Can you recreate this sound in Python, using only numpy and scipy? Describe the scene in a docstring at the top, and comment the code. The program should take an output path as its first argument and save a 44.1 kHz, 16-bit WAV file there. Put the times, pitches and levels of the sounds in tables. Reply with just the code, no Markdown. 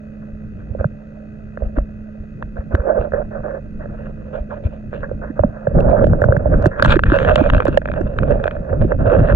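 """Underwater camera among fish

A small camera lies on a stony river bed among a shoal of fish. Current and passing bodies press on its
housing as slow random pressure and short swings; fins and grit rub and knock it, exciting its resonances.
Bright ticks, one bubble gurgle, a low hum, a faint picture-rate buzz and a river hiss complete the scene.
The loudest blows overload the input, and a quick limiter holds the peaks.
"""
import sys
import numpy as np
from scipy import signal
from scipy.fft import rfft, irfft, next_fast_len
from scipy.io import wavfile
from scipy.ndimage import uniform_filter1d, minimum_filter1d, map_coordinates

SR = 44100
rng = np.random.default_rng(int(sys.argv[2]) if len(sys.argv) > 2 else 0)


def dump(signal):
    """Clip the signal to [-1, 1] and save it as 16-bit WAV at the path in sys.argv[1]."""
    limited = np.clip(np.atleast_2d(signal).T, -1, 1)
    pcm = np.round(limited * 32767).astype(np.int16)
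    wavfile.write(sys.argv[1], SR, pcm)


N = 412335

# housing resonances, which act twice: [f/Hz, width/Hz, level per pass/dB]
LID = [(577, 150.2, 7), (278, 139, -6)]
WINDOW = [(1678, 490, 2.5), (820, 1080, -3)]
FRAME = [(2582, 280, 10)]
RIM_MODES = [(3426, 1500, 3.5), (5300, 510, -4), (6940, 1400, 4)]
# vibrating parts, lid, window, frame and rim: [resonances, f/Hz above which the water damps the part]
PARTS = [(LID, 1950), (WINDOW, 2100), (FRAME, 3000), (RIM_MODES, 4300)]
FIRM_DB = -39  # frame level of a firm touch


def amp(db):
    """Level to amplitude: 20 dB is a factor of ten."""
    return 10 ** (np.asarray(db) / 20)


def unit(x):
    """Normalization to unit root-mean-square value."""
    return x / np.sqrt(np.mean(x ** 2) + 1e-20)


def along(points, hz):
    """Interpolation of each column after the frequency on a logarithmic frequency axis."""
    f, *columns = np.transpose(points)
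    return [np.interp(np.log(hz + 1), np.log(f + 1), column) for column in columns]


def curves(rows):
    """Linear interpolation in time: one value per sample for each column after the time."""
    s, *columns = np.transpose(rows)
    return [np.interp(np.arange(N) / SR, s, column) for column in columns]


def wobble(rate):
    """Band-limited random modulation: a smooth curve through `rate` random knots a second."""
    knots = rng.standard_normal(int(N * rate / SR) + 4)
    return map_coordinates(knots, [np.arange(N) * rate / SR])


def filtered(x, response):
    """Linear filtering: the spectrum of x, mirrored past its end, times a response of frequency."""
    m = next_fast_len(N + SR // 2)
    longer = np.concatenate([x, x[..., -2:-SR // 10:-1]], axis=-1)
    spectrum = rfft(longer, m) * response(np.fft.rfftfreq(m, 1 / SR))
    return irfft(spectrum, m)[..., :N]


def ringing(x, modes, dull_hz, tuning=1):
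    """Modal superposition, passed twice (wall, then air space) and damped above dull_hz."""
    def bank(f):
        total = 0
        for k, (centre, width, db) in enumerate(modes):
            damping = 1j * f * width
            mode = damping / ((centre * tuning) ** 2 - f * f + damping)
            # alternate signs fill the gaps between neighbouring resonances
            total = total + (-1) ** k * amp(db) * mode
        return total

    def response(f):
        water_loss = (1 + np.sqrt(2) * 1j * f / dull_hz - (f / dull_hz) ** 2) ** 3
        return bank(f) ** 2 / water_loss

    # white noise keeps its level
    mean_gain = np.sqrt(np.mean(np.abs(response(np.arange(0, SR / 2, 10))) ** 2))
    return filtered(x, response) / mean_gain


def with_rim(part_db):
    """Level-dependent brightness: the rim follows the frame, gaining more in harder contact."""
    below_frame_db, growth = -7, .26  # growth in dB per dB above a firm touch
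    rim_db = part_db[2] + below_frame_db + growth * (part_db[2] - FIRM_DB)
    return amp([*part_db, rim_db])


def housing():
    """Forced modal vibration: knocks and rubbing ring each part, its tuning shifting with the place touched."""
    shift, shifts_per_s = .038, 14  # fraction of each resonance frequency; random knots per second
    sound = 0
    for part, blow, rub in zip(PARTS, knocks(), rubbing()):
        force = blow + rub
        high = .5 + .5 * np.tanh(3.1 * wobble(shifts_per_s))
        sound = sound + ringing(high * force, *part, 1 + shift)
        sound = sound + ringing((1 - high) * force, *part, 1 - shift)
    return sound


def knocks():
    """Impact excitation: each knock is a decaying, slightly cushioned burst of contact force on every part."""
    # knocks, rated by the force on each part: [t/s, lid level/dB, window level/dB, frame level/dB]
    knock_rows = [(0.748, -22.5, -65, -75), (0.808, -16.5, -36, -55), (0.842, -15, -23, -56.5),
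                  (1.572, -24.5, -27.5, -60), (1.62, -20.5, -43, -65), (1.784, -16.5, -26.5, -53.5),
                  (2.424, -21, -25, -47), (2.568, -32.5, -36.5, -77), (2.749, -3, -17, -38),
                  (3.119, -24.5, -31, -65), (3.812, -38, -43, -82), (3.83, -38, -46, -67),
                  (3.856, -27.5, -40.5, -71), (4.928, -16.5, -36.5, -74), (5.03, -30.5, -36.5, -76),
                  (5.068, -32, -47.5, -85), (5.092, -35.5, -36, -79), (5.112, -18.5, -50.5, -71),
                  (5.391, -3.5, -28.5, -65.5), (5.435, -1.5, -23, -82), (5.669, -6, -30.5, -73),
                  (5.804, -11, -30.5, -41.5), (5.896, -8.5, -31.5, -54), (5.911, -10.5, -36.5, -47),
                  (6.008, -18, -32.5, -62), (6.022, -4, -33, -62), (6.039, -4.5, -34.5, -59),
                  (6.041, -4.5, -31, -55.5), (6.067, -9, -34, -50), (6.132, -3.5, -28.5, -74),
                  (6.217, -0.5, -11, -64), (6.239, -8, -13.5, -46), (6.285, -3.5, -32.5, -70),
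                  (6.322, -7.5, -21, -74), (6.365, -2, -17, -64), (6.456, -9, -51.5, -66),
                  (6.539, -20, -24.5, -68), (6.657, -2, -9.5, -40), (6.796, -13.5, -15, -39),
                  (6.823, 0.5, -0.5, -29), (6.847, -12.5, -10, -24), (6.855, -21, -13.5, -32),
                  (6.858, -20.5, -7, -31.5), (6.923, -7.5, -19.5, -21), (6.939, -10, -23.5, -34),
                  (6.966, -9.5, -15.5, -41), (6.991, -15.5, -12.5, -35.5), (7.035, -22.5, -14, -27.5),
                  (7.063, -18.5, -26, -50.5), (7.118, -24, -12.5, -35.5), (7.135, -15.5, -18, -56.5),
                  (7.164, -11, -26, -35.5), (7.186, -18.5, -17, -27), (7.248, -19.5, -28, -34),
                  (7.293, -8, -25, -38), (7.357, -1.5, -11.5, -15.5), (7.378, -15.5, -23.5, -36),
                  (7.411, -4, -37, -44), (7.46, -12.5, -24.5, -46), (7.49, -28, -26.5, -41),
                  (7.499, -12.5, -15.5, -24.5), (7.53, -25, -31.5, -41), (7.534, -15, -19.5, -35),
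                  (7.546, -14, -21.5, -29.5), (7.565, -11.5, -24.5, -37), (7.579, -23, -24, -36),
                  (7.602, -14, -11.5, -31), (7.621, -22.5, -21.5, -44), (7.629, -28.5, -37, -45),
                  (7.653, 1, -22.5, -39.5), (7.667, -19.5, -18, -39), (7.68, -5.5, -20, -37),
                  (7.726, -29, -35.5, -47), (7.742, -27, -31, -53), (7.772, 9.5, -17, -24.5),
                  (7.816, -23.5, -33.5, -54), (7.855, -18, -22, -39), (7.875, -36, -30, -48),
                  (7.885, -28, -27, -49), (7.897, -20.5, -45, -48), (7.915, -21, -26.5, -41),
                  (7.937, -19.5, -30.5, -43), (8.012, -19, -35.5, -57), (8.072, -32, -45, -49.5),
                  (8.186, -26.5, -20, -31.5), (8.231, -16.5, -27.5, -43), (8.306, -8, -27.5, -50),
                  (8.354, -12.5, -52, -62), (8.398, -16.5, -31.5, -63), (8.439, -15.5, -21, -32.5),
                  (8.455, -14.5, -28.5, -46), (8.467, -19, -28, -42), (8.477, -15, -19.5, -34.5),
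                  (8.509, -29, -30, -40.5), (8.565, -31.5, -33, -63), (8.727, -7.5, -32, -56.5),
                  (8.918, -6.5, -14.5, -52), (9.098, -19, -23.5, -44.5), (9.119, -23.5, -22, -42),
                  (9.136, -22, -24.5, -44), (9.164, -11.5, -23, -54)]
    contact_t60_s, level_span_s = .012, .0071  # decay; time over which a knock's level is taken
    bite_s = .0012  # from first touch to the hardest instant
    t = np.arange(SR // 50) / SR
    blows = np.zeros((len(PARTS), 2, N + len(t)))
    for s, *part_db in knock_rows:
        contact = rng.standard_normal((2, len(t))) * amp(-60 * t / contact_t60_s)
        contact[:, round(bite_s * SR)] = [8, 3]
        force = contact / np.linalg.norm(contact[0])
        start = round(s * SR)
        blows[..., start:start + len(t)] += with_rim(part_db)[:, None, None] * force
    cushioned = uniform_filter1d(blows[..., :N], size=5)
    return cushioned * np.sqrt(level_span_s * SR)


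def rubbing():
    """Friction excitation: fins and grit drag in uneven clumps; light strokes swish, firm ones crackle."""
    grit_growth = .2  # dB of grains per dB of frame level above a firm touch
    grains, drag = grit(rate=190, spread_db=5.5, flutter_db=2.2)
    strengths = strokes()
    gritty = (strengths[2] / amp(FIRM_DB)) ** grit_growth
    forces = []
    for strength, drag_db in zip(strengths, (2.5, -4.0, -2.5, -5.0)):
        mix = gritty * unit(grains) + amp(drag_db) * unit(drag)
        mix = mix / np.hypot(gritty, amp(drag_db))
        forces.append(strength * unit(amp(1.5 * wobble(45)) * mix))
    return forces


def grit(rate, spread_db, flutter_db):
    """Random impulse (shot) noise of uneven grains, and smooth drag noise, fluttering together; two rows each."""
    size = amp(spread_db * np.minimum(rng.exponential(size=(2, N)), 2.5))
    grains = (rng.random((2, N)) < rate / SR) * size * rng.choice([-1, 1], (2, N))
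    flutter = amp(flutter_db * (wobble(30) + wobble(80)))
    return flutter * np.array([unit(grains), rng.standard_normal((2, N))])


def strokes():
    """Power addition of independent sources: each stroke swells, holds and dies away over constant silt."""
    # strokes of fins and grit: [t/s, length/s, lid level/dB, window level/dB, frame level/dB]
    stroke_rows = [(0.209, 0.013, -40.5, -47, -73), (0.575, 0.023, -52.5, -49, -63),
                   (0.676, 0.11, -38.5, -66, -73), (0.78, 0.026, -26.5, -41, -74),
                   (1.584, 0.07, -30, -51.5, -68), (1.751, 0.011, -22, -32.5, -56),
                   (2.377, 0.035, -32.5, -65.5, -78), (2.552, 0.041, -27.5, -44, -65),
                   (2.703, 0.11, -24.5, -35.5, -64), (2.767, 0.12, -19, -42, -78),
                   (2.854, 0.13, -14.5, -36, -80), (2.985, 0.018, -23.5, -35, -51),
                   (2.99, 0.064, -22.5, -45, -73), (3.124, 0.062, -15.5, -36, -78),
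                   (3.3, 0.086, -24, -40.5, -82), (3.425, 0.13, -19.5, -37.5, -79),
                   (3.79, 0.054, -31, -43.5, -72), (3.868, 0.11, -38.5, -50, -72.5),
                   (3.978, 0.11, -31, -47.5, -64), (4.16, 0.156, -40, -53.5, -68),
                   (4.324, 0.038, -18.5, -36.5, -50.5), (4.493, 0.045, -26, -36, -55),
                   (4.56, 0.078, -41, -64, -82), (4.627, 0.02, -24.5, -46, -52.5),
                   (4.679, 0.09, -37.5, -54, -61.5), (4.906, 0.077, -30, -44, -55),
                   (5.012, 0.029, -32, -38.5, -74.0), (5.064, 0.05, -32, -53, -74),
                   (5.207, 0.066, -29, -38, -85), (5.352, 0.031, -32, -41, -80.5),
                   (5.42, 0.076, -29, -45, -94), (5.514, 0.32, -30.5, -46, -87),
                   (5.745, 0.095, -8, -34, -75.5), (5.87, 0.15, -9.5, -32, -66.5),
                   (6.07, 0.1, -19.5, -41, -86), (6.18, 0.16, -17, -39.5, -72),
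                   (6.381, 0.27, -22.5, -43, -94), (6.502, 0.092, -16.5, -34.5, -60),
                   (6.595, 0.064, -12.5, -33.5, -54.5), (6.702, 0.15, -28, -36, -79),
                   (6.775, 0.048, -24, -23.5, -47), (6.829, 0.052, -21.5, -24.5, -34.5),
                   (6.888, 0.038, -25.5, -15, -28), (7.049, 0.088, -27, -26, -41.5),
                   (7.111, 0.06, -17.5, -25.5, -47), (7.171, 0.055, -16, -25.5, -37),
                   (7.236, 0.055, -9.5, -20, -38.5), (7.318, 0.069, -12.5, -26.5, -40),
                   (7.392, 0.067, -15, -30, -42), (7.509, 0.057, -23, -33, -46.5),
                   (7.553, 0.051, -19, -33, -50), (7.642, 0.093, -25, -36, -50.5),
                   (7.767, 0.057, -38.5, -52, -76), (7.863, 0.14, -30.5, -41.5, -58.5),
                   (7.953, 0.047, -18.5, -45.5, -64), (8.044, 0.088, -25.5, -43, -60.5),
                   (8.151, 0.097, -18.5, -41, -57), (8.265, 0.072, -12.5, -32.5, -49.5),
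                   (8.371, 0.046, -22.5, -43.5, -59), (8.421, 0.14, -24.5, -42.5, -59),
                   (8.577, 0.1, -27.5, -48, -84), (8.673, 0.11, -21, -45, -73),
                   (8.799, 0.027, -18.5, -40, -50.5), (8.868, 0.055, -19, -41.5, -61),
                   (8.979, 0.05, -20, -36, -58.5), (9.047, 0.15, -11, -28.5, -49),
                   (9.212, 0.18, -13.5, -28.5, -49)]
    # silt drifting past all the time: [lid level/dB, window level/dB, frame level/dB]
    silt_db = (-44, -66, -81.5)
    attack_s, release_s = .016, .05
    t = np.arange(N) / SR
    power = with_rim(silt_db)[:, None] ** 2 * np.ones(N)
    for s, length, *part_db in stroke_rows:
        end = s + length + release_s
        near = slice(max(round(s * SR), 0), round(end * SR))
        rise, fall = (t[near] - s) / attack_s, (end - t[near]) / release_s
        shape = np.clip(np.minimum(rise, fall), 0, 1)
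        power[:, near] += (with_rim(part_db)[:, None] * shape) ** 2
    return np.sqrt(power)


def shoves():
    """Transient pressure swings: bodies shove the housing, each wave packet rising faster than it fades."""
    # shoves and bumps: [t/s, envelope peak level/dB, f/Hz]
    shove_rows = [(0.713, -11, 84.8), (0.808, -10, 72.2), (0.858, -6.5, 140), (1.631, -9, 56.6),
                  (1.78, -12.5, 282), (1.788, -5.5, 44.2), (1.669, -15, 42.5), (1.823, -12.5, 44),
                  (2.207, -22, 60.3), (2.595, -15, 63.2), (2.745, -7.5, 315), (2.747, -3, 71.2),
                  (2.802, -8.5, 56.6), (3.001, -14, 61.5), (3.2, -16, 46.2), (4.414, -14, 51.2),
                  (4.66, -9.5, 81), (5.305, -13.5, 267), (5.408, -7, 82), (5.449, -4, 212.4),
                  (5.683, -10, 134.7), (5.765, -9, 360), (5.771, -3, 153.7), (6.033, -20.5, 136),
                  (6.042, -1.5, 333.5), (6.129, -8.5, 124.2), (6.224, -8.5, 96.2), (6.262, -2.5, 119.3),
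                  (6.296, 0.5, 103.2), (6.376, -5, 139.2), (6.544, -9.5, 111.5), (6.648, -6, 94.4),
                  (6.663, 5.5, 349), (6.672, -2.5, 132.4), (6.824, -14, 83), (6.855, -10, 130),
                  (6.93, -19, 107), (6.967, 7, 350), (7.087, -6, 50.5), (7.124, -1.5, 322),
                  (7.301, -10.5, 98.3), (7.418, 3.5, 289), (7.61, -30.5, 155), (7.687, -1.5, 314),
                  (8.011, -7.5, 341), (8.211, -13, 122), (8.319, -9, 69.8), (8.727, -10.5, 89.6),
                  (8.851, -7.5, 349), (8.862, -11.5, 76.5), (8.946, -10.5, 98), (9.077, -9.5, 99.7),
                  (9.197, -8.5, 116)]
    t = np.arange(-SR // 20, SR // 10) / SR
    out = np.zeros((2, N + SR // 4))
    for s, db, hz in shove_rows:
        turns = hz * t
        life = np.where(t < 0, .055, .09) * np.sqrt(hz)  # in cycles: higher shoves swing more often
        swing = np.cos(2 * np.pi * (turns + rng.random())) * np.exp(-(turns / life) ** 2)
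        start = round(s * SR) - SR // 20
        out[:, start:start + len(t)] += amp(db) * swing * [[1], [rng.standard_normal()]]
    return out[:, :N]


def surge():
    """Turbulent pressure fluctuation: current and the wash of passing fish press on the housing."""
    # low pressure of moving water: [t/s, level/dB]
    wash = [(0, -38.5), (.8, -28), (1.1, -38.5), (1.7, -31), (2.2, -34.5), (2.8, -30), (4.4, -30.5),
            (4.8, -31), (5.45, -25.5), (5.62, -43), (5.77, -10), (6.05, -12.5), (6.6, -17.5), (6.74, -26.5),
            (6.88, -7), (7.06, -20), (7.39, -11), (7.85, -22), (8.32, -17.5), (8.63, -28), (8.77, -13.5),
            (9.02, -16), (9.35, -15)]
    # spectral density of that pressure: [f/Hz, relative level/dB per Hz]
    push = [(8.8, -37.5), (15, 1.5), (54, 0), (141, -5), (222, -8.5), (400, -21), (520, -22.5), (880, -120)]
    noise = filtered(rng.standard_normal((2, N)), lambda hz: amp(along(push, hz)[0]))
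    lumps = amp(3 * wobble(18))
    return amp(curves(wash)[0]) * unit(noise * lumps)


def ticks():
    """Broadband impact radiation: hard contact gives sharp, ragged noise bursts of a few milliseconds."""
    # thin bright ticks: [t/s, nominal level/dB]
    tick_rows = [(2.7524, -39.5), (5.804, -46), (5.899, -50), (6.008, -54.5), (6.0225, -52), (6.0385, -51),
                 (6.068, -45), (6.2163, -45.5), (6.2491, -48), (6.369, -49), (6.625, -48), (6.6588, -31),
                 (6.666, -30), (6.824, -29.5), (6.8302, -32.5), (6.847, -32), (6.861, -29), (6.8935, -38),
                 (6.923, -32.5), (6.964, -42.5), (7.1628, -45.5), (7.1868, -57), (7.3568, -24.5),
                 (7.6527, -37.5), (7.6804, -40.5), (8.0107, -50), (8.188, -51.5), (8.307, -47),
                 (8.4397, -49), (8.4771, -57), (9.195, -48.5)]
    # spectral colour of a tick: [f/Hz, relative level/dB per Hz]
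    tick_colour = [(1200, -57.5), (2600, -3.5), (4500, -8), (7000, -10), (11000, -21.5), (16000, -40.5)]
    tick_t60_s = .0073
    colour = lambda hz: amp(along(tick_colour, hz)[0])
    t = np.arange(SR // 200) / SR
    spikes = np.zeros((2, N))
    for s, db in tick_rows:
        burst = rng.standard_normal((2, len(t))) * amp(-60 * t / tick_t60_s)
        start = round(s * SR)
        # the 11.5 dB makes up for energy spread over the burst
        spikes[:, start:start + len(t)] += amp(db + 11.5) * burst / np.linalg.norm(burst[0])
    impulse_peak = filtered(signal.unit_impulse(N, SR), colour).max()
    return filtered(spikes, colour) / impulse_peak


def bubble():
    """Frequency and amplitude modulation: air squeezed from a gap gurgles, swelling as its pitch rises."""
    # the gurgle: [t/s, length/s, nominal level/dB, first f/Hz, last f/Hz]
    gurgle = (4.48, .085, -22, 360, 1400)
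    s, length, db, first_hz, last_hz = gurgle
    u = np.clip((np.arange(N) / SR - s) / length, 0, 1)
    hz = first_hz * (last_hz / first_hz) ** u * (1 + .28 * wobble(250))
    turns = np.cumsum(hz) / SR
    swell = amp(db + 6.8 * wobble(120)) * np.sin(np.pi * u) ** 2
    return swell * np.sin(2 * np.pi * turns) * [[1], [0]]


def hum():
    """Additive synthesis: low tones waver slightly in pitch and strength until the camera is jolted."""
    # tones: [f/Hz, level relative to the hum level/dB]
    tone_rows = [(150.7, -10.5), (213.2, -2), (301, -20), (426.4, -19)]
    hum_db, stops_s, fade_s = -30.5, 5.75, .08  # the fade falls 60 dB in fade_s
    t = np.arange(N) / SR
    drift = np.cumsum(.00037 * wobble(3.2)) / SR  # shared time drift, in seconds
    tones = 0
    for hz, db in tone_rows:
        tones = tones + amp(db + 1.3 * wobble(6)) * np.sin(2 * np.pi * hz * (t + drift))
    fade_db = -60 * np.maximum(t - stops_s, 0) / fade_s
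    return amp(hum_db + fade_db) * tones * [[1], [0]]


def buzz():
    """Periodic impulse excitation: one soft, resonant tick for every picture taken."""
    # resonances, which act twice: [f/Hz, width/Hz, level per pass/dB]
    buzz_modes = [(1300, 180, 6), (1972, 130, 4.5), (2537, 140, 3.5), (3720, 220, -9), (4360, 170, -8.5),
                  (6550, 120, -5)]
    pictures_per_s = 59.94
    pulses = np.zeros((2, N))
    times = np.arange(int(N / SR * pictures_per_s)) / pictures_per_s + .002
    at = np.round(times * SR).astype(int)
    pulses[:, at] = amp(1.2 * rng.standard_normal((2, len(at))))
    return amp(-62.0) * unit(ringing(pulses, buzz_modes, dull_hz=11900))


def current():
    """Stationary coloured noise: the far hiss of the river."""
    # spectral density of the hiss: [f/Hz, relative level/dB per Hz]
    hiss = [(600, -42.5), (850, -17.5), (1150, -9), (1500, 2.5), (1950, -10.5), (2200, -29), (2540, -7.5),
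            (3000, -25.5), (4300, -29), (5200, -32.5), (6500, -28.5), (7700, -34), (8300, -60.5),
            (9500, -120)]
    noise = filtered(rng.standard_normal((2, N)), lambda hz: amp(along(hiss, hz)[0]))
    return amp(-59.0) * unit(noise)


def ports(pair):
    """Partial coherence: the right port hears row 0, the left a tilted, turned mix of both rows."""
    # left port against right: [f/Hz, level/dB, phase lead/rad, likeness 0-1]
    port_rows = [(60, -.5, 0, .92), (200, -1, 0, .72), (330, -5, .6, .75), (600, -12, 1.3, .93),
                 (730, -16, 2.9, .4), (870, -8, 4.7, .8), (1200, -3, 4.7, .92), (1550, 1.5, 4.7, .99),
                 (2500, 3, 4.7, .8), (3500, 5, 4.7, .75), (5000, 4, 5.2, .6), (8000, -2, 6.2, .65),
                 (12000, -6, 6.2, .7)]

    def left(hz):
        db, ahead, alike = along(port_rows, hz)
        alike = np.clip(alike, 0, 1)
        return amp(db) * np.exp(1j * ahead) * [alike, np.sqrt(1 - alike ** 2)]

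    return np.array([filtered(pair, left).sum(0), pair[0]])


def scene():
    """Linear superposition of all sources, heard at the two ports."""
    contact = housing() + ticks()
    water = shoves() + surge() + bubble() + current()
    return ports(contact + water + hum() + buzz())


def record(dry):
    """Soft saturation, then peak limiting and band limiting: overloads are rounded and peaks held down."""
    overload_db, ceiling, top_hz = 6.5, .95, 16500  # dB over full scale; peak aimed at; band limit in Hz
    x = dry / (1 + np.abs(dry / amp(overload_db)) ** 8) ** (1 / 8)
    needed = ceiling / np.maximum(np.abs(x).max(0), ceiling)
    gain = uniform_filter1d(minimum_filter1d(needed, size=300), size=280) ** .96
    return np.clip(filtered(x * gain, lambda hz: hz < top_hz), -1, 1)


dry = scene()
out = record(dry)
dump(out)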